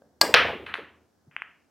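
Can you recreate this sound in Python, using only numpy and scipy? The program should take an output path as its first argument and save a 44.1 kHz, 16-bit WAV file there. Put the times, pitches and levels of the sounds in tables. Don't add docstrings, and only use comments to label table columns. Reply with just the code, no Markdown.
import sys
import numpy as np
from scipy import signal
from scipy.fft import rfft, irfft
from scipy.io import wavfile

SR = 44100
rng = np.random.default_rng(int(sys.argv[2]) if len(sys.argv) > 2 else 0)


def master_out(mix):
    frames = np.transpose(np.atleast_2d(mix))
    ceiling = np.clip(frames, -1, 1)
    pcm = np.round(ceiling * 32767).astype(np.int16)
    wavfile.write(sys.argv[1], SR, pcm)


N = 74970
STROKE_S = .2135


def undb(db):
    return 10 ** (np.asarray(db) / 20)


def seconds():
    return np.arange(N) / SR


def freqs():
    return np.maximum(np.arange(N // 2 + 1) * SR / N, 1)


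def colour(points):
    hz, db = np.array(points).T
    return undb(np.interp(np.log(freqs()), np.log(hz), db))


def noise(gain):
    x = irfft(gain * np.exp(2j * np.pi * rng.random(len(gain))), N)
    return x / x.std()


def pulse(gain):
    cepstrum = irfft(np.log(gain), N)
    cepstrum[1:N // 2] *= 2
    cepstrum[N // 2 + 1:] = 0
    return irfft(np.exp(rfft(cepstrum)), N)


def fade(t60):
    return np.exp(-np.log(1000) * seconds() / t60)


def burst(points, t60):
    return signal.fftconvolve(rng.standard_normal(N) * fade(t60), pulse(colour(points)))[:N]


def delay(x, start):
    return np.concatenate([np.zeros(int(start * SR)), x])[:N]


def place(x, start, peak_db):
    return delay(x, start) * undb(peak_db) / np.abs(x).max()


def stereo(mid, side, side_db):
    return mid + undb(side_db) * side * np.array([[1], [-1]])


def pan(x, left_db):
    return x * undb(np.array([[left_db], [-left_db]]) / 2)


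def background():
    # f/Hz, level/dB
    spectrum = [(25, -16), (70, -4), (130, -5.5), (230, 5.5), (400, -2), (700, -2), (1100, -8.5),
                (1600, -9.5), (2500, -22.5), (5500, -16.5), (9000, -24), (15000, -27)]
    gain = colour(spectrum)
    return undb(-71) * stereo(noise(gain), noise(gain), side_db=-4.5)


def bridge_tap():
    # f/Hz, level/dB
    spectrum = [(100, -8), (250, 8), (380, -7.5), (560, 5), (1000, -9.5), (1600, -4.5), (2500, -27),
                (8000, -40.5)]
    return place(burst(spectrum, t60=.012), start=.020, peak_db=-43)


def rolling():
    # f/Hz, level/dB
    spectrum = [(30, -32.5), (55, -19.5), (78, 0.5), (105, -10.5), (200, -8.5), (450, -11), (900, -29),
                (2000, -49)]
    # t/s, rms level/dB
    envelope = [(.2, -69), (0.242, -56), (.36, -43.5), (.47, -38.5), (0.532, -45), (0.588, -50), (.69, -53),
                (.76, -56), (0.869, -62.5), (.96, -67.5), (1.03, -66), (1.1, -77), (1.401, -70),
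                (1.7, -78.5)]
    times, levels = np.array(envelope).T
    return noise(colour(spectrum)) * undb(np.interp(seconds(), times, levels))


def tip_crack():
    # f/Hz, level/dB
    spectrum = [(60, -22), (150, -1.5), (370, 0), (650, 7.5), (1000, 1.5), (1700, -3.5), (2600, -2.5),
                (3700, -4.5), (4700, 3), (6100, -11.5), (7800, -9), (9600, -13), (14500, -15)]
    t60, bite_lead_s = .022, .0025
    crack = place(burst(spectrum, t60), STROKE_S, peak_db=-2)
    bite = place(burst(spectrum, t60), STROKE_S - bite_lead_s, peak_db=-26.5)
    return crack + bite


def cue_ring():
    # f/Hz, level/dB, T60/s
    modes = [(631, -4, .025), (1160, -14, .13), (1637, -9.5, .15), (3052, -24, 0.082), (4255, 2, .025),
             (4654, 1.5, 0.038), (4730, -20.5, 0.27), (5020, 4, 0.025), (6850, -8.5, .02),
             (7870, -5.5, 0.024), (8500, -11.5, .03), (13700, -8.5, .02)]
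    t, push_s = seconds(), .00012
    ring = sum(undb(db) * fade(t60) * np.sin(2 * np.pi * (hz * t + rng.random()))
               for hz, db, t60 in modes)
    onset = 1 - np.exp(-t / push_s)
    return undb(-9.5) * delay(ring * onset, STROKE_S)


def thuds():
    # t/s, peak level/dB, centre f/Hz
    impacts = [(.228, -22.5, 433), (.258, -28.5, 443), (.291, -23.5, 518.4), (.3405, -13.5, 514),
               (0.401, -22.5, 474), (.448, -19.5, 575), (.486, -22.5, 623), (.528, -26.5, 480),
               (0.551, -31, 314), (0.596, -39, 425), (0.624, -36, 365), (0.673, -48.5, 387),
               (0.782, -33, 407), (.815, -45, 319.9), (1.270, -48, 165.4)]
    attack_s, width_octaves = .005, .7
    envelope = fade(t60=.069) * (1 - np.exp(-seconds() / attack_s))
    knocks = np.zeros(N)
    for start, peak_db, hz in impacts:
        band = 1 / (1 + (np.log2(freqs() / hz) / width_octaves) ** 2) ** 2
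        knocks += place(noise(band) * envelope, start, peak_db)
    return knocks


def click(low_hz, edge_hz, tick_db):
    # f/Hz, level/dB
    tick = [(5000, 1), (6300, -1), (7600, -12), (9400, 2), (12000, -11), (14000, -6), (16000, -18)]
    f = freqs()
    radiation = 1 / np.hypot(1, (low_hz / np.maximum(f, 50)) ** 2.5)
    contact = 1 / (1 + (f / edge_hz) ** 18) + undb(tick_db) * colour(tick)
    return pulse(radiation * contact)


def collisions():
    # t/s, peak level/dB, lower edge f/Hz, upper edge f/Hz (set by contact time),
    # tick level/dB, level into the hall re direct/dB, left-right level/dB
    impacts = [(0.3406, 4, 1700, 4070, -40, 3.5, 0), (0.3417, 4.5, 1230, 3150, -39, 9, 1),
               (0.3417, -0.5, 1481, 3500, -53, -5, -0.5), (.3447, -5.5, 742.4, 1820, -79.5, -7.5, 2),
               (0.3466, 0.5, 3750, 5220, -55, -1.5, 0.5), (0.3481, -7, 1633, 2559, -50.5, 5, 1.5),
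               (0.6642, -28, 1670, 3920, -35, 8.5, 1), (0.6664, -24, 1100, 2880, -39.5, 12.5, 1.5),
               (0.7399, -12.5, 1300, 4030, -77, -2.5, 0), (0.7425, -12, 1018, 2925, -33, 0, 0),
               (0.754, -20.5, 1403, 1987, -63.5, -1, 5), (1.3124, -47.5, 1295, 2860, -53, 15, 3.5),
               (1.3650, -15, 1620, 2880, -52, -4, 2.3), (1.4204, -16.5, 1410, 2743, -47, -5, 0.9)]
    sideways_edge_ratio, sideways_tick_db = 1.105, 5
    direct, to_hall = 0, []
    for start, peak_db, low_hz, edge_hz, tick_db, hall_db, left_db in impacts:
        forward = click(low_hz, edge_hz, tick_db)
        sideways = click(low_hz, edge_hz * sideways_edge_ratio, tick_db + sideways_tick_db)
        direct += pan(place(forward, start, peak_db), left_db)
        to_hall.append(place(sideways, start, peak_db + hall_db))
    return direct, to_hall


def hall(x):
    # f/Hz, level/dB, T60/s
    bands = [(80, -5.5, 0.52), (252, 3, 0.75), (550, 1.5, 0.51), (1070, -1, 0.44), (1683.4, -1, 0.4),
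             (2800, -5.5, 0.46), (4500, -7.5, 0.35), (7100, -3, 0.31), (10240, -5, 0.21),
             (14000, -4.5, .35)]
    # delay t/s, level/dB
    reflections = [(.0020, -14.5), (.0058, -17.5), (.0120, -20)]
    build_up_s = .014
    hz, levels, decay_times = np.array(bands).T
    white = rfft(stereo(rng.standard_normal(N), rng.standard_normal(N), side_db=-24.5))
    response = 0
    for db, t60, selector in zip(levels, decay_times, np.eye(len(hz))):
        band = np.interp(np.log(freqs()), np.log(hz), selector)
        decay = fade(t60)
        response += undb(db) * irfft(white * band, N) * decay / np.linalg.norm(decay)
    response *= 1 - np.exp(-(seconds() / build_up_s) ** 2)
    for delay_s, db in reflections:
        response[:, int(delay_s * SR)] += undb(db)
    return signal.fftconvolve(response, x[None], axes=1)[:, :N]


def scene():
    air = background()
    rumble = stereo(rolling(), rolling(), side_db=-19)
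    crack, ring, tap, knocks = tip_crack(), cue_ring(), bridge_tap(), thuds()
    clicks, clicks_to_hall = collisions()
    direct = tap + pan(crack + ring, left_db=2.5) + knocks + clicks
    to_hall = [crack * undb(-.5), ring * undb(-15), tap * undb(-1), knocks * undb(-10.5)]
    to_hall += clicks_to_hall
    directions = 3
    reverberation = sum(hall(sum(to_hall[k::directions])) for k in range(directions))
    return direct + reverberation + rumble + air


def record(dry):
    low_cut_hz, top_hz, knee = 60, 15900, 10
    thin = signal.sosfilt(signal.butter(3, low_cut_hz, "high", fs=SR, output="sos"), dry)
    saturated = thin / (1 + np.abs(thin) ** knee) ** (1 / knee)
    return signal.sosfilt(signal.ellip(8, .2, 70, top_hz, fs=SR, output="sos"), saturated)


dry = scene()
out = record(dry)
master_out(out)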